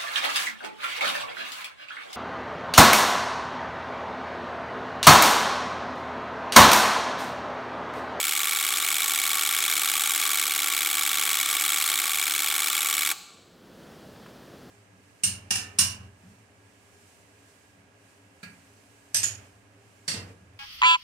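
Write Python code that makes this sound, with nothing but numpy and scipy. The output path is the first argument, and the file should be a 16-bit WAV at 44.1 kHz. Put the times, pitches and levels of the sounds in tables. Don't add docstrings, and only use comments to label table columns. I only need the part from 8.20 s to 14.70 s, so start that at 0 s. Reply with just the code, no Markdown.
import sys
import numpy as np
from scipy import signal
from scipy.fft import rfft, irfft
from scipy.io import wavfile
from scipy.ndimage import uniform_filter1d

SR = 44100
rng = np.random.default_rng(int(sys.argv[2]) if len(sys.argv) > 2 else 0)


def put_to_file(sound):
    columns = np.atleast_2d(sound).T
    safe = np.clip(columns, -1, 1)
    whole_steps = np.round(safe * 32767)
    wavfile.write(sys.argv[1], SR, whole_steps.astype(np.int16))


N = 286650

FIRST_LAP_S, STOP_S = -.0105, 4.9315
LAP_S, SHORTEST_LAP_S = .04, .032
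GRID_HZ = np.fft.rfftfreq(4096, 1 / SR)
# level/dB, rise/s, decay/s, first knock level/dB, loose rattle level/dB, rattle decay/s
STROKES = [(0.36, 0.00014, 0.003, -4, -3.5, 0.0068), (0, 0.00048, 0.0017, -10, -1, 0.0048),
           (-0.5, 0.00112, 0.0032, -29, 0, 0.0061)]
# f/Hz, width/Hz, level/dB
SECOND_RELAY = [(2205, 102, 7.4), (3620, 180, 5.9), (4050, 84, 7.7), (5160, 170, 7.7), (7180, 385, 11.1),
                (7920, 39, 12.6), (9080, 62, 6.3), (10700, 81, 5.5), (12260, 120, 8.3), (13700, 156, 4.5),
                (14800, 154, 7.3)]


def gain_of(db):
    return 10 ** (np.asarray(db) / 20)


def unit(x):
    return x / np.sqrt(np.sum(x ** 2, -1, keepdims=True) + 1e-20)


def read(points, hz):
    f, value = np.transpose(points)
    return np.interp(np.log(hz + 1), np.log(f + 1), value)


def split(x, hz):
    low = signal.butter(3, hz, "low", fs=SR, output="sos")
    high = signal.butter(3, hz, "high", fs=SR, output="sos")
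    return signal.sosfilt(low, x), signal.sosfilt(high, x)


def convolve(x, response):
    return signal.oaconvolve(x, response)[:N]


def humps(resonances):
    return sum(db * np.exp(-.5 * ((GRID_HZ - hz) / width) ** 2) for hz, width, db in resonances)


def ringing(db):
    log_gain = np.log(gain_of(np.r_[db, db[-2:0:-1]]))
    spectrum = np.exp(np.conj(signal.hilbert(log_gain)))
    return np.fft.ifft(spectrum).real[:len(db)]


def burst(envelope, count=12):
    x = envelope * rng.standard_normal(len(envelope))
    for _ in range(count):
        local_rms = np.sqrt(abs(uniform_filter1d(x ** 2, size=40)) + 1e-14)
        x = x * envelope / local_rms
        phase = np.angle(rfft(x))
        x = irfft(np.exp(1j * phase), len(x))
    return unit(x)


def room_noise(level_db=-48):
    # f/Hz, level/dB
    colour = [(15, -75), (25, -22), (58, -11.5), (206, -2), (476, -7), (545, -7.5), (911, -15.5),
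              (1650, -17), (2280, -24.5), (3340, -21.5), (3720, -24.5), (4490, -24.5), (8140, -33),
              (16000, -36)]
    # f/Hz, level/dB
    width = [(60, -18), (130, -24), (290, -19), (640, -14), (1410, -19), (3100, -25), (6820, -19),
             (15000, -27)]
    hz = np.fft.rfftfreq(N, 1 / SR)
    middle, side = rfft(rng.standard_normal((2, N)))
    side = side * gain_of(read(width, hz))
    pair = irfft(np.array([middle + side, middle - side]) * gain_of(read(colour, hz)), N)
    return gain_of(level_db) * np.sqrt(N) * unit(pair)


def tick():
    # t/s, level/dB, f/Hz, decay/s
    tap = (6.061, -45.5, 1050, .008)
    start, db, hz, decay = tap
    t = np.arange(N) / SR - start
    band = signal.butter(2, [hz / 2, hz * 2], "band", fs=SR)
    noise = signal.lfilter(*band, rng.standard_normal(N))
    return gain_of(db) * np.sqrt(N) * unit(noise) * (t > 0) * np.exp(-abs(t) / decay)


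def thuds(per_s=30, level_db=-58, top_hz=130):
    happens = rng.random(N) < per_s / SR
    running = np.arange(N) < STOP_S * SR
    pushes = rng.standard_normal(N) * happens * running
    rumble, _ = split(pushes, top_hz)
    return gain_of(level_db) * np.sqrt(N) * unit(rumble)


def room(x, apart=0.19):
    # f/Hz, t60/s
    decay_times = [(250, 1), (1100, 0.63), (4000, 0.73), (7800, 0.63), (11000, 0.52), (16000, 0.3)]
    # f/Hz, level/dB
    strength = [(250, -10), (1130, -8), (1700, -18.5), (2280, -20.5), (2800, -10), (3450, -18.5),
                (4200, -7.5), (5500, -15), (7700, -11.5), (10000, -25), (16000, -14)]
    middle, side = rng.standard_normal((2, SR))
    pair = np.array([middle + apart * side, middle - apart * side])
    hz, t, z = signal.stft(pair, SR, nperseg=256)
    t60 = read(decay_times, hz)[:, None]
    z = z * np.exp(-np.log(1000) * t / t60) * gain_of(read(strength, hz))[:, None]
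    z = z * np.sqrt(2 * np.log(1000) / (t60 * SR * (1 + apart ** 2)))
    tails = signal.istft(z, SR, nperseg=256)[1]
    fade_in = np.minimum(np.arange(tails.shape[1]) / SR / 0.0047, 1)
    return np.array([convolve(x, tail) for tail in tails * fade_in])


def desk(x, decay_s=0.0097):
    # f/Hz, level/dB
    echo_colour = [(100, -4.5), (400, -11), (700, -6.5), (1300, -25.5), (3000, -19), (6000, -15.5),
                   (10000, -21), (15000, -40)]
    echoes = burst(np.exp(-np.arange(len(GRID_HZ)) / SR / decay_s))
    side = convolve(x, signal.fftconvolve(echoes, ringing(read(echo_colour, GRID_HZ))))
    return np.array([side, -side])


def casing(resonances):
    # f/Hz, level/dB
    body = [(30, -26), (150, -23), (280, -18), (600, -22), (1000, -15.5), (1500, -0.73), (3000, 1.5),
            (5000, -3.5), (9000, -3), (13000, -4.5), (15500, -5), (16400, -8.5)]
    # f/Hz, width/Hz, level/dB
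    board = [(317.8, 18.3, 11.5), (392.7, 11, 16), (469.3, 20, 12), (730.5, 71, 12.5), (863, 30, 8.5),
             (998, 39, 6), (1116, 5.3, 7.5), (1165, 83, 13), (1352, 53.5, 10), (1580, 44, 1),
             (2318, 142, 6)]
    return unit(ringing(read(body, GRID_HZ) + humps(board) + humps(resonances)))


def laps():
    # t/s, lap/s
    pace = [(0.0, 0.0384), (0.1, 0.0415), (0.3, 0.0383), (1.3, 0.0424), (2.0, 0.0378), (2.1, 0.0412),
            (2.3, 0.0423), (2.8, 0.0399), (2.9, 0.0411), (3.1, 0.0377), (3.3, 0.0419), (3.9, 0.0383),
            (4.0, 0.0412), (4.2, 0.0413), (4.3, 0.0394), (4.8, 0.0411)]
    # t/s, length/s
    stumbles = [(0.5048, 0.0332), (0.5379, 0.0212), (0.6001, 0.0249), (0.6249, 0.0387), (0.7827, 0.0367),
                (0.8591, 0.0362), (1.0162, 0.0367), (1.2901, 0.0351), (1.4036, 0.0353), (1.4794, 0.0331),
                (1.5949, 0.0387), (1.7156, 0.0382), (1.8365, 0.037), (1.8735, 0.021), (1.9772, 0.037),
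                (2.5005, 0.0233), (2.8919, 0.0386), (3.1701, 0.0173), (3.2294, 0.0295), (3.2589, 0.0296),
                (3.3671, 0.0301), (3.6401, 0.0365), (3.7559, 0.0202), (3.8171, 0.0385), (4.4998, 0.0295),
                (4.5294, 0.0369)]
    t = np.arange(FIRST_LAP_S, STOP_S, .001)
    turns = np.cumsum(np.gradient(t) / np.interp(t, *np.transpose(pace)))
    trips, lengths = np.transpose(stumbles)
    starts, stumbled = [], []
    for begin, end in zip(np.r_[FIRST_LAP_S, trips + lengths], np.r_[trips, STOP_S]):
        first_turn, last_turn = np.interp([begin, end], t, turns)
        count = round(last_turn - first_turn)
        even_turns = np.linspace(first_turn, last_turn, count, endpoint=False)
        starts += [*np.interp(even_turns, turns, t), end]
        stumbled += [False] * count + [True]
    return np.array(starts[:-1]), np.diff(starts), stumbled[:-1]


def strokes():
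    second_share, third_share = .289, .555
    full_lap_s, hurry_db_per_s, stumble_db, weakest_db = .041, 1101.5, -7.5, -21
    first, second, third, loose = [], [], [], []
    for start, length, stumbled in zip(*laps()):
        whole = length > SHORTEST_LAP_S
        hurry_db = hurry_db_per_s * max(full_lap_s - length, 0)
        second_db = max(stumble_db * stumbled - hurry_db, weakest_db)
        second_s = start + second_share * (length if whole else LAP_S)
        next_s = start + (third_share * length if whole else length)
        first.append((start, 0))
        second.append((second_s, second_db))
        if whole:
            third.append((next_s, 0))
        loose.append((second_s, next_s, second_db))
    return first, second, third, loose


def flutter(loose, level_db=-28, bounce_hz=185, depth=0.25):
    chatter = np.zeros(N)
    for start, end, force_db in loose:
        at = np.arange(max(0, round(start * SR)), round(end * SR))
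        slack = np.sqrt(np.clip(1 - gain_of(force_db) ** 2, .08, 1))
        bounces = 1 + depth * np.sin(2 * np.pi * (bounce_hz * at / SR + rng.random()))
        chatter[at] = slack * bounces * signal.windows.tukey(len(at), .2)
    return gain_of(level_db) * convolve(chatter * rng.standard_normal(N), casing(SECOND_RELAY))


def relay(hits, stroke, resonances, uneven_db=0.55, travel_db=-17.0, travel_s=0.0017,
          sway_s=0.00488, board_hz=1550, thin_db=-2, thin_hz=4500):
    # t/s, level/dB
    buzz_level = [(0, -28), (.9, -26), (2.2, -25), (2.28, -28), (3.1, -25.5), (3.76, -25), (3.86, -28),
                  (4.9, -26.5)]
    level_db, rise, decay, knock_db, rattle_db, rattle_decay = stroke
    hit_s, force_db = np.transpose([hit for hit in hits if hit[0] >= 0])
    drift_db = np.interp(hit_s, *np.transpose(buzz_level))
    uneven = uneven_db * rng.standard_normal(len(hit_s))
    blows = np.zeros(N)
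    blows[np.round(hit_s * SR).astype(int)] = gain_of(drift_db + uneven + force_db)

    t = np.arange(len(GRID_HZ) // 2) / SR
    attack = 1 - np.exp(-t / rise)
    knock = burst(np.exp(-.5 * ((t - .0012) / 0.00043) ** 2))
    bouncing = burst(attack * np.exp(-t / decay))
    seating = unit(bouncing + gain_of(knock_db) * knock)
    shaking = burst(np.sqrt(t / sway_s) * np.exp(-t / sway_s))
    clack = split(seating, board_hz)[1] + split(shaking, board_hz)[0]

    rattle_shape = unit(attack * np.exp(-t / rattle_decay)) ** 2
    rattle_power = convolve(blows ** 2, rattle_shape) * gain_of(rattle_db) ** 2
    travel_shape = unit(np.exp(-t / travel_s)) ** 2
    travel_power = convolve(blows[::-1] ** 2, travel_shape)[::-1] * gain_of(travel_db) ** 2
    loose_noise = np.sqrt(abs(rattle_power + travel_power)) * rng.standard_normal(N)
    low, high = split(loose_noise, thin_hz)
    drive = convolve(blows, clack) + gain_of(thin_db) * low + high
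    per_stroke = np.sqrt(LAP_S * SR / len(STROKES))
    return gain_of(level_db) * per_stroke * convolve(drive, casing(resonances))


def scene(buzz_db=17):
    # f/Hz, width/Hz, level/dB
    first_relay = [(1150, 38, 7.3), (2932, 68, 6.9), (3451, 111, 9.3), (3802, 77, 10.6), (5924, 107, 6.9),
                   (7393, 336, 8.4), (8139, 113, 8.8), (9203, 200, 6.3), (10584, 103, 5.2),
                   (12065, 442, 7.1), (14619, 204, 5.4)]
    third_relay = [(811, 50, 9.5), (2259, 24, 3.4), (3273, 60, 8.6), (4340, 125, 5.3), (5480, 25, 6.9),
                   (6665, 69, 10.5), (8000, 220, 8.4), (8640, 260, 4.6), (10630, 290, 8.3),
                   (11500, 110, 4.5), (12160, 630, 5.2)]
    *hits, loose = strokes()
    clacks = sum(relay(*part) for part in zip(hits, STROKES, (first_relay, SECOND_RELAY, third_relay)))
    buzz = gain_of(buzz_db) * (clacks + flutter(loose))
    return buzz + desk(buzz) + room(buzz) + room_noise() + thuds() + tick()


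def record(dry, threshold_db=-39, slope=0.53, recovery_db_per_s=42, ceiling=0.37, edge_hz=16500):
    power = uniform_filter1d((dry ** 2).mean(0), size=2600)
    power_db = 10 * np.log10(abs(power) + 1e-12)
    fall = recovery_db_per_s * np.arange(N) / SR
    held_db = np.maximum.accumulate(power_db + fall) - fall
    over_db = np.maximum(held_db - threshold_db, 0)
    ducked = dry / gain_of(slope * uniform_filter1d(over_db, size=400))
    ducked = ceiling * np.tanh(ducked / ceiling)
    low_pass = signal.firwin(401, edge_hz, window=("kaiser", 9), fs=SR)
    return signal.oaconvolve(ducked, low_pass[None], "same")


dry = scene()
out = record(dry)
put_to_file(out)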